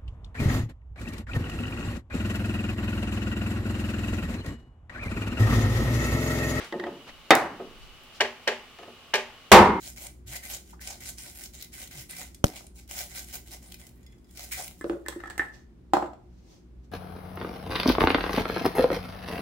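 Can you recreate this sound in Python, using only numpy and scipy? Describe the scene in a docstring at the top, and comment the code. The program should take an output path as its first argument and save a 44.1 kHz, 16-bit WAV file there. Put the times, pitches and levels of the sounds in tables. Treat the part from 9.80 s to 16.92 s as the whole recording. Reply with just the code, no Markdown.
"""Dry coconut shreds are shaken in a jar onto a plate, close under a hand-held phone in a kitchen.
Enveloped noise hisses as the heap slides and rings jar wall and air; decaying modes make the plate pings.
Modes and bursts bump the phone; jar, lid and a wooden drop knock on the counter with cracks and a drag,
then soft noise rustles. Room air and the narrow noise lines and sines of a fridge hum lie behind it all."""
import sys
import numpy as np
from scipy import signal
from scipy.fft import rfft, irfft, next_fast_len
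from scipy.io import wavfile
from scipy.ndimage import uniform_filter1d

SR = 44100
rng = np.random.default_rng(int(sys.argv[2]) if len(sys.argv) > 2 else 0)


def dump_mix(stems):
    """Bounce the given channels to the path in sys.argv[1] as a 16-bit WAV at rate SR."""
    frames = np.atleast_2d(stems).T  # one column per channel
    limited = np.clip(frames, -1, 1)  # hard clip at full scale
    pcm = np.round(limited * 32767).astype(np.int16)
    wavfile.write(sys.argv[1], SR, pcm)


N = 313815
TIME = np.arange(N) / SR
PORTS_ALIKE_HZ = 605
SPOT_DB, SPOT_OCTAVES = 6.5, 0.27  # modes near the favoured one ring louder

# plate modes: hz, relative_db, t60_s
PLATE_MODES = [(2040, -6, .07), (3391, 0, .07), (5010, -5, .035), (6840, -7, .06), (7185, -8, .04),
               (8979, -7, .04)]


def undb(db):
    """Gain of a level in dB."""
    return 10 ** (np.asarray(db, float) / 20)


def level(x, db):
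    """Scale to an rms level."""
    return x * undb(db) / np.sqrt(np.mean(x ** 2))


def colour(x, points):
    """Shape the spectrum by (Hz, dB) points, straight lines over log frequency."""
    hz, db = np.transpose(points)
    size = next_fast_len(N)
    bins_hz = np.maximum(np.arange(size // 2 + 1) * SR / size, 1)
    gain = undb(np.interp(np.log(bins_hz), np.log(hz), db))
    return irfft(rfft(x, size) * gain, size)[..., :N]


def band(x, hz, width_hz):
    """One resonance, gain 1 at the centre."""
    return signal.lfilter(*signal.iirpeak(hz, hz / width_hz, SR), x)


def decay(t, t60):
    """Exponential fade by 60 dB in t60, in the unit of t."""
    return np.exp(-np.log(1000) * t / t60)


def walk(rate_hz):
    """Random levels, one new per 1 / rate_hz, slewed; spread a little under 1."""
    k = int(SR / rate_hz)
    held = np.repeat(rng.standard_normal(N // k + 1), k)
    return uniform_filter1d(held, k)[:N]


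def ports(alike_hz):
    """Noise that is the same on both ports in the bass and unrelated in the treble."""
    mid, side = rng.standard_normal((2, N))
    side = signal.lfilter(*signal.butter(1, alike_hz, "high", fs=SR), side)
    return np.array([mid + side, mid - side])


def grains(rate_hz, spread_db, ms, bed):
    """Envelope of random tiny impacts over an even bed, rms 1."""
    struck = rng.random(N) < rate_hz / SR
    sizes = struck * undb(spread_db * rng.exponential(size=N))
    smear = np.hanning(int(ms * SR / 1000))
    return level(np.convolve(sizes, smear, "same") + bed, 0)


def bursts(starts_s, db, t60_ms, rise_ms=0.22):
    """A fading puff of noise at each time, unrelated on the two ports."""
    out = np.zeros((2, N + SR))
    t_ms = np.arange(SR // 5) * 1000 / SR
    shape = np.clip(t_ms / rise_ms, 0, 1) * decay(t_ms, t60_ms)
    for s, gain in zip(starts_s, undb(db)):
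        i = int(s * SR)
        out[:, i:i + len(t_ms)] += gain * shape * rng.standard_normal((2, len(t_ms)))
    return out[:, :N]


def ring(hits, modes, rise_ms=.1, scatter_db=3.5, detune=0.0094, swing=-1):
    """Each hit rings scattered modes, neighbours opposed (swing -1) or together (near 1), phased per port."""
    out = np.zeros((2, N + SR))
    t = np.arange(SR // 3) / SR
    hz, db, t60_s = np.transpose(modes)[..., None]
    signs = swing ** np.arange(len(modes))[:, None]
    for s, hit_db, spot_hz in hits:
        a, b, c = rng.standard_normal((3, len(modes), 1))
        port_side = np.array([.5, -.5]).reshape(2, 1, 1)
        port_phase = .5 * np.minimum(hz / PORTS_ALIKE_HZ, 2) * c * port_side * 2
        port_phase = port_phase / 2
        favour_db = SPOT_DB * np.exp(-(np.log2(hz / spot_hz) / SPOT_OCTAVES) ** 2)
        gain = signs * undb(hit_db + db + scatter_db * a + favour_db)
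        wave = decay(t, t60_s) * np.sin(2 * np.pi * hz * (1 + detune * b) * t + port_phase)
        i = int(s * SR)
        out[:, i:i + len(t)] += np.clip(1000 * t / rise_ms, 0, 1) * np.sum(gain * wave, axis=1)
    return out[:, :N]


def strokes():
    """Loudness of the sliding heap, and how much of it rings the air and the wall of the jar."""
    # shakes, with two faint trickles of shreds near the end; the heap slides, piles up and settles:
    # start_s, slide_s, start_db, pile_up_db, settling_db_per_s, hollow_relative_db, wall_relative_db
    slides = [(-.02, .10, -53.5, -43.5, 400, -13.5, -5.5), (0.153, 0.11, -43, -48.5, 504, -8.5, -4.5),
              (0.454, 0.11, -50.5, -39.5, 602, -12, -6), (0.615, 0.13, -44, -40, 398, -13.5, -6.5),
              (0.844, 0.059, -68.5, -54, 400, -16, -12), (0.996, 0.12, -43, -46.5, 248, -9.5, -4),
              (1.191, 0.1, -46.5, -45, 450, -13.5, -7), (1.364, 0.12, -44, -49.5, 200, -11, -4),
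              (1.537, 0.12, -45, -47.5, 650, -16, -8), (1.723, 0.12, -48.5, -55, 600, -12, -4.5),
              (1.913, 0.12, -47, -45.5, 398, -12, -4), (2.098, 0.12, -45.5, -48.5, 350, -14, -5),
              (2.282, 0.13, -47, -44, 233, -11.5, -4), (2.65, 0.059, -58.5, -58.5, 223, 2, 3.5),
              (2.706, 0.059, -73, -44, 283, -12.5, -14), (2.938, 0.053, -65, -52.5, 376, -14, -24),
              (3.079, 0.13, -46, -38, 298, -11, -6), (3.285, 0.11, -50, -41, 400, -14, -3),
              (3.463, 0.077, -47, -56, 300, -16, -7), (3.521, 0.037, -43, -41, 600, -9.5, -9.5),
              (3.648, 0.043, -58, -57, 400, -11, -2), (3.698, 0.043, -55, -46.5, 400, -8, -7.5),
              (3.808, 0.12, -53.5, -59.5, 300, -9, -9), (3.979, 0.11, -52, -66, 148, -7.5, -6),
              (4.15, 0.34, -73.5, -78, 198, -6, 3.5), (4.476, 0.13, -75.5, -46, 130, -11, -5.5),
              (4.706, 0.031, -33, -40, 202, -26, 2.5), (4.754, 0.037, -58, -39, 201, -6.5, -25),
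              (4.963, 0.16, -64, -68.5, 97, -19, -17)]
    attack_s = 0.018
    wall_fade_db, hollow_swell_db = -6, 4.5  # the heap damps the wall along a slide, the air tone grows
    pile_up_s, pile_up_step_db, pile_up_rise_s = .05, 4, .008  # the last part of a slide is louder
    out = np.zeros((3, N))
    for s, slide_s, start_db, end_db, settle, hollow_db, wall_db in slides:
        first = int(max(s, 0) * SR)
        since = TIME[first:int((s + slide_s + .4) * SR)] - s
        u = np.clip(since / slide_s, 0, 1)
        step = np.clip((since - slide_s + pile_up_s) / pile_up_rise_s, 0, 1)
        heap_db = start_db + (end_db - start_db) * u + pile_up_step_db * (step - 1)
        heap_db = heap_db - settle * np.maximum(since - slide_s, 0)
        heap = np.clip(since / attack_s, 0, 1) ** 2 * undb(heap_db)
        shares_db = [0 * u, hollow_db + hollow_swell_db * (u - 1), wall_db + wall_fade_db * u]
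        out[:, first:][:, :len(since)] += heap * undb(shares_db)
    return out


def patchy(x, patchy_db):
    """The heap rearranges all the time, so each part of the treble swells and fades on its own."""
    out = 0
    for mid_hz in 1000 * 2 ** np.arange(0, 4.1, .4):
        part = colour(x, [(mid_hz / 1.6, -30), (mid_hz, 0), (mid_hz * 1.6, -30)])
        out = out + part * undb(patchy_db * walk(24.884))
    return out


def patter(slide):
    """Shreds rain on the plate as the heap slides: sparse noise grains excite its modes."""
    rain = slide * grains(120, 4.0, 1.5, .05) * rng.standard_normal((2, N))
    return sum(undb(6 + db) * band(rain, hz, 2.2 / t60_s) for hz, db, t60_s in PLATE_MODES)


def shreds():
    """Thousands of tiny impacts, each smeared over a millisecond or two, ring the wall and air of the jar."""
    # spectrum of the dry hiss: hz, relative_db
    hiss_points = [(530, -58.5), (900, -5.5), (1130, -30), (1550, 1), (1750, -16), (1970, -0.5), (3820, 0),
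                   (7490, 3.5), (14900, -2), (16000, 4)]
    # air inside the jar: hz, width_hz, relative_db
    air_modes = [(700, 110, 6), (601.4, 20, 9)]
    # jar wall: hz, width_hz, relative_db
    wall_modes = [(1590, 170, -9), (1940, 110, -1.5), (2020, 110, -1.5), (2250, 200, -10)]
    # clumps striking the jar wall: start_s, relative_db
    clumps = [(0.1645, -38), (.18, -27), (.266, -22.5), (0.533, -22), (.564, -17.5), (0.639, -37),
              (1.0727, -19.5), (1.204, -29.5), (1.258, -33), (1.3814, -34), (1.288, -23), (1.636, -23),
              (1.749, -32.5), (1.81, -27), (1.8236, -22), (1.843, -28), (1.949, -30), (2, -29),
              (2.074, -29.5), (2.11, -26.5), (2.195, -28.5), (2.366, -25.5), (2.428, -30.5), (2.545, -30),
              (2.866, -36.5), (3.076, -38), (3.428, -32), (3.443, -32), (3.1875, -17.5), (3.213, -21.5),
              (3.359, -24), (3.5416, -29.5), (3.714, -36), (3.92, -24), (3.9414, -25.5), (4.0664, -32.5),
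              (4.09, -37.5), (4.157, -50), (4.207, -49), (4.509, -40), (4.5376, -49), (4.572, -26),
              (4.7179, -18), (4.7313, -18.5), (4.878, -23)]
    slide, hollow, wall = strokes()
    heap = grains(1200, 3.0, 1.4, 1.5) * undb(np.array([[-.4], [.4]]))
    clump_s, clump_db = np.transpose(clumps)
    dry = heap * slide * rng.standard_normal((2, N))
    dry = dry + bursts(clump_s, clump_db, 13.94, rise_ms=5.34)
    wall = heap * wall * rng.standard_normal((2, N))
    hollow = heap * hollow * ports(1300.0)
    hiss = patchy(colour(dry, hiss_points), patchy_db=4.5)
    wall_tone = sum(undb(db + 6.5 * walk(25)) * band(wall, hz, w) for hz, w, db in wall_modes)
    air_tone = sum(undb(db + 3.6 * walk(18)) * band(hollow, hz, w) for hz, w, db in air_modes)
    return patter(slide) + undb(1.5) * hiss + undb(15.5) * wall_tone + undb(14.0) * air_tone


def kitchen():
    """Steady air noise under the fridge hum, whose lines are sines plus wavering narrow noise."""
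    # spectrum of the air noise: hz, relative_db
    air_points = [(12, -73.5), (20, -25), (43, -4.5), (65, -4.5), (93, -15), (130, -13.5), (150, -22),
                  (172, -8), (248, -19.5), (310, -14.5), (367, -16), (472, -33.5), (513, -30), (718, -52.5),
                  (16000, -65)]
    # hum lines: hz, width_hz, relative_db
    hum_lines = [(60.3, 7.1, -50.5), (123.7, 5.7, -62), (177.7, 5.2, -68), (237.4, 32, -62.5),
                 (360, 51, -68)]
    air = level(colour(ports(PORTS_ALIKE_HZ), air_points), -56)
    steady = sum(undb(db - 2.5) * np.sin(2 * np.pi * hz * TIME) for hz, _, db in hum_lines)
    wavering = sum(level(band(ports(500.0), hz, w), db - 4.5) for hz, w, db in hum_lines)
    return air + steady + wavering


def room(x):
    """A diffuse noise tail that builds up in a millisecond; each band fades at its rate, the bass slowest."""
    # decay by band: hz, t60_s
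    decays = [(300, 0.45), (1200, 0.3), (3000, 0.12), (8000, 0.33)]
    t = np.arange(SR // 2) / SR
    noise = ports(PORTS_ALIKE_HZ)[:, :len(t)] * np.clip(t / 0.00099, 0, 1)
    tail = sum(band(noise, hz, 1.8 * hz) * decay(t, t60_s) for hz, t60_s in decays)
    tail = tail / np.sqrt(np.sum(tail ** 2) / 2)
    return signal.fftconvolve(x, tail, axes=1)[:, :N]


def bumps():
    """Carried by the case, without room: nudges and thud alike on both ports, modes and rattles later left."""
    # sharp tap on the case: start_s, body_gain_db
    tap_s, tap_db = (2.6413, 3)
    # case modes: hz, signed_gain, t60_s, left_lag_ms
    body_modes = [(109, -0.52, 0.023, 0.6), (193.3, -0.035, 0.095, 0.99), (348, 0.012, 0.091, 0.017),
                  (443, 0.8, 0.0036, 0.4), (570, 0.092, 0.059, 0.42), (747, 0.028, 0.088, 0.98),
                  (1410, -0.44, 0.0071, 0.27), (3095, -0.024, 0.031, 0.3)]
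    # rattles shaken loose by the tap: start_s, relative_db
    rattles = [(2.641, -15), (2.6423, -17)]
    # spectrum of the dull shudder: hz, relative_db
    thud_points = [(120, -13.5), (250, -1), (450, -7.5), (800, -19.5), (2000, -29)]
    # soft low nudges of the hand: start_s, from_hz, to_hz, level_db, length_s
    nudges = [(0.425, 67, 164, -44.5, 0.132), (2.139, 173, 105, -45, 0.089)]
    # something small ticks on after the tap: start_s, level_db
    ticks = [(2.6597, -20.5), (2.6675, -18), (2.6817, -20.5)]
    out = 0
    for hz, gain, t60_s, lag_ms in body_modes:
        since = np.maximum(TIME - tap_s - np.array([[lag_ms / 1000], [0]]), 0)
        out = out + undb(tap_db) * gain * np.sin(2 * np.pi * hz * since) * decay(since, t60_s)
    for s, from_hz, to_hz, db, length_s in nudges:
        u = np.clip((TIME - s) / length_s, 0, 1)
        cycles = length_s * (from_hz * u + (to_hz - from_hz) * u ** 2 / 2)
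        out = out + undb(db) * np.sin(np.pi * u) * np.sin(2 * np.pi * cycles)
    thud = colour(bursts([tap_s], [-13.0], 230.0, rise_ms=6.0), thud_points)
    out = out + thud.sum(axis=0)
    rattle = bursts(*np.transpose(rattles), 7.8, rise_ms=1.4)
    rattle = colour(rattle, [(1000, -16.5), (3100, 16.5), (4200, 11.0), (5300, 8.5), (6300, 15.5),
                             (7500, 7), (8900, 9), (10000, -1.5), (11500, 10.5), (16000, -11.0)])
    out = out + band(bursts(*np.transpose(ticks), 7.0), 5000, 2200)
    return out + np.array([np.roll(rattle[0], int(0.001255 * SR)), rattle[1]])


def plate():
    """Single shreds tick and ping the plate, each spot favouring other modes; soft padded taps in between."""
    # single shreds: start_s, level_db, favoured_hz, others_weaker_db_per_octave
    pings = [(.72, -48, 2000, 8), (2.548, -47, 5010, 3.5), (3.996, -43, 6840, 7), (4.02, -50.5, 2000, 3),
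             (4.23, -52, 7500, 7), (4.264, -46, 5100, 0), (4.322, -56.5, 3391, -5.5),
             (4.382, -58, 5010, 12), (4.444, -54, 5050, 16), (4.492, -61, 3391, -2)]
    # soft taps without a crack: start_s, level_db, hz, width_hz, t60_ms
    soft_taps = [(.929, -26.5, 824, 300, 58), (.933, -26, 1220, 400, 35), (.993, -26, 1700, 700, 14),
                 (1.5, -34, 2000, 900, 12), (2.806, -15.5, 607, 348, 22), (2.841, -24, 620, 350, 18),
                 (4.328, -34, 2000, 1000, 17), (4.722, -18, 2000, 500, 30), (4.79, -17.5, 580, 200, 49)]
    s, db, _, _ = np.transpose(pings)
    ticks = bursts(s, db + 5.5, 9.0, rise_ms=1.5)
    out = colour(ticks, [(1000, -14.0), (3000, -0.5), (16000, -2.5)])
    for s, db, spot_hz, focus in pings:
        modes = [(hz, g - focus * abs(np.log2(hz / spot_hz)), t60_s) for hz, g, t60_s in PLATE_MODES]
        out += ring([(s, db - SPOT_DB, spot_hz)], modes, rise_ms=2.5, scatter_db=2.0, detune=.004)
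    for s, db, hz, width_hz, t60_ms in soft_taps:
        puff = bursts([s], [db], t60_ms, rise_ms=1.8)
        out += band(band(puff, hz, width_hz), hz, width_hz)
    return out


def knock(table, modes, rise_ms, crack_ms, crack_colour, swing=-1):
    """Each touch rings the object, with a short noise crack on top."""
    s, db, crack_db, spot_hz = np.transpose(table)
    body = ring(zip(s, db, spot_hz), modes, rise_ms, swing=swing)
    return body + colour(bursts(s, crack_db, crack_ms), crack_colour)


def jar_down():
    """The jar rocks as it is put down: dull knocks ring the counter."""
    # knocks: start_s, relative_db, crack_relative_db, favoured_hz
    touches = [(5.042, -23, -34.5, 480), (5.063, -33, -55, 580), (5.097, -22, -32.5, 340),
               (5.112, -31.5, -60, 596), (5.132, -33, -50, 350), (5.152, -36, -64, 560),
               (5.168, -40, -56, 580), (5.285, -38, -61.5, 340), (5.361, -39, -63, 338.5)]
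    # counter modes: hz, relative_db, t60_s
    counter_modes = [(204, -9, 0.044), (340, -4.5, 0.12), (467, -4.5, 0.035), (516, -4.5, 0.027),
                     (570, -8.5, 0.07), (664, -10.5, 0.028), (790, -18.5, .03), (1052, -14.5, 0.016),
                     (1400, -18, .02)]
    crack = [(500, 17.5), (1500, 16.0), (4000, -0.5), (16000, -23.0)]
    return knock(touches, counter_modes, 1.2, 9.8, crack)


def lid_clatter():
    """Hard clinks, mostly the lid clattering, ring its modes."""
    # clinks: start_s, relative_db, crack_relative_db, favoured_hz
    clinks = [(5.011, -40, -42, 340), (5.262, -39.5, -45, 1800), (5.284, -32.5, -24.5, 3250),
              (5.437, -38, -52, 1070), (5.457, -44, -55, 1250), (5.472, -49, -52.5, 1150),
              (5.5, -45.5, -38, 3250), (5.506, -54, -52.5, 1950), (5.579, -36.5, -28.5, 1850),
              (5.595, -26.5, -43, 1850), (5.606, -37.5, -55, 1800), (5.619, -39, -59, 850),
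              (5.634, -45, -54.5, 1900)]
    # lid modes: hz, relative_db, t60_s
    lid_modes = [(335.3, -2, 0.03), (840, -3, 0.025), (1070, -8, 0.03), (1315, -2.5, 0.036),
                 (1510, -8.5, 0.03), (1748, -0.5, 0.055), (1930, -8, 0.04), (1860, -6, 0.03),
                 (2055, -7.5, 0.034), (3250, -19, 0.018)]
    crack = [(500, 7.5), (2500, 1.5), (3300, 3.5), (5000, 1.0), (7000, 1.5), (8000, 12.5),
             (9200, 1), (11000, -3.5), (16000, -1.5)]
    return knock(clinks, lid_modes, 0.21, 13.2, crack)


def lid_drag():
    """The lid drags between its hits: rough noise grains, silent outside the span."""
    # drag: time_s, relative_db
    drag_points = [(5.249, -62), (5.36, -53), (5.496, -42.5), (5.578, -57), (5.634, -48.5), (5.736, -57),
                   (5.79, -63), (5.85, -72.5)]
    s, db = np.transpose(drag_points)
    envelope = undb(np.interp(TIME, s, db, left=-140, right=-140))
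    rough = grains(300, 5.3, 13.0, 0.23) * ports(700.)
    rough = colour(rough, [(300, 3.0), (700, 4.0), (1550, 0), (1800, 12.5), (2200, -9),
                           (9000, -20.5), (16000, -30.0)])
    return level(rough, -1) * envelope


def wooden_drop():
    """A wooden drop bounces and clatters; its neighbouring modes start together."""
    # bounces: start_s, relative_db, crack_relative_db, favoured_hz
    bounces = [(6.135, -19, -31, 848), (6.141, -22.5, -52.5, 350), (6.151, -30.5, -49.5, 1600),
               (6.1685, -19.5, -43, 1000), (6.198, -38.5, -55.5, 750), (6.21, -42, -57.5, 800),
               (6.225, -28, -56, 606), (6.231, -34, -61.5, 400), (6.242, -36, -58, 646),
               (6.26, -47.5, -59, 700), (6.333, -50, -63, 696)]
    # wood modes: hz, relative_db, t60_s
    wood_modes = [(232, -18.5, 0.11), (320, -9, 0.0474), (362, -1.5, 0.057), (496, -6, 0.031),
                  (580, -5.5, 0.055), (638, -5, 0.062), (698, -4, 0.05), (770, 6.5, 0.023),
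                  (875, 2.5, 0.023), (986, -4, 0.044), (1190, -1, 0.042), (1280, -2.5, 0.018),
                  (1600, -7.5, 0.03), (2060, -15.5, 0.037), (2740, -23, 0.047)]
    crack = [(500, 27.0), (2500, 14), (6900, 4.5), (7550, 14.5), (8200, 0.0), (11000, -4.5), (16000, -1.5)]
    x = knock(bounces, wood_modes, 0.81, 30.0, crack, swing=0.97)
    # high-pass takes off the low thump of modes starting together
    return signal.lfilter(*signal.butter(2, 170.0, "high", fs=SR), x)


def rustle():
    """Brief noise hisses that swell and fade under a quick random flutter."""
    # rustles: loudest_s, level_db, swell_db_per_s, fade_db_per_s
    rustles = [(5.738, -55, 900, 225), (6.75, -60.5, 70.5, 226), (7.047, -67.5, 797.5, 797)]
    swell = 0
    for s, db, rise, fall in rustles:
        swell = swell + undb(db - np.where(TIME < s, rise * (s - TIME), fall * (TIME - s)))
    hiss = colour(rng.standard_normal((2, N)), [(700, 0.0), (1400, -13.0), (6000, -6.0), (10000, -22.0)])
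    return level(hiss, 0) * swell * undb(2.5 * walk(50))


def scene():
    """The counter is further off than the plate, so the room weighs more on its knocks."""
    near_wet_db, far_wet_db = -7, -4.5
    near = shreds() + plate()
    far = jar_down() + lid_clatter() + wooden_drop() + lid_drag() + rustle()
    wet = room(undb(near_wet_db) * near + undb(far_wet_db) * far)
    return near + far + wet + bumps() + kitchen()


def record(dry):
    """The phone drops the deepest bass, rounds the loudest peak and cuts the top."""
    x = np.tanh(signal.lfilter(*signal.butter(2, 35.0, "high", fs=SR), dry))
    return signal.sosfilt(signal.ellip(8, .2, 70, 15600, fs=SR, output="sos"), x)


dry = scene()
out = record(dry)
dump_mix(out)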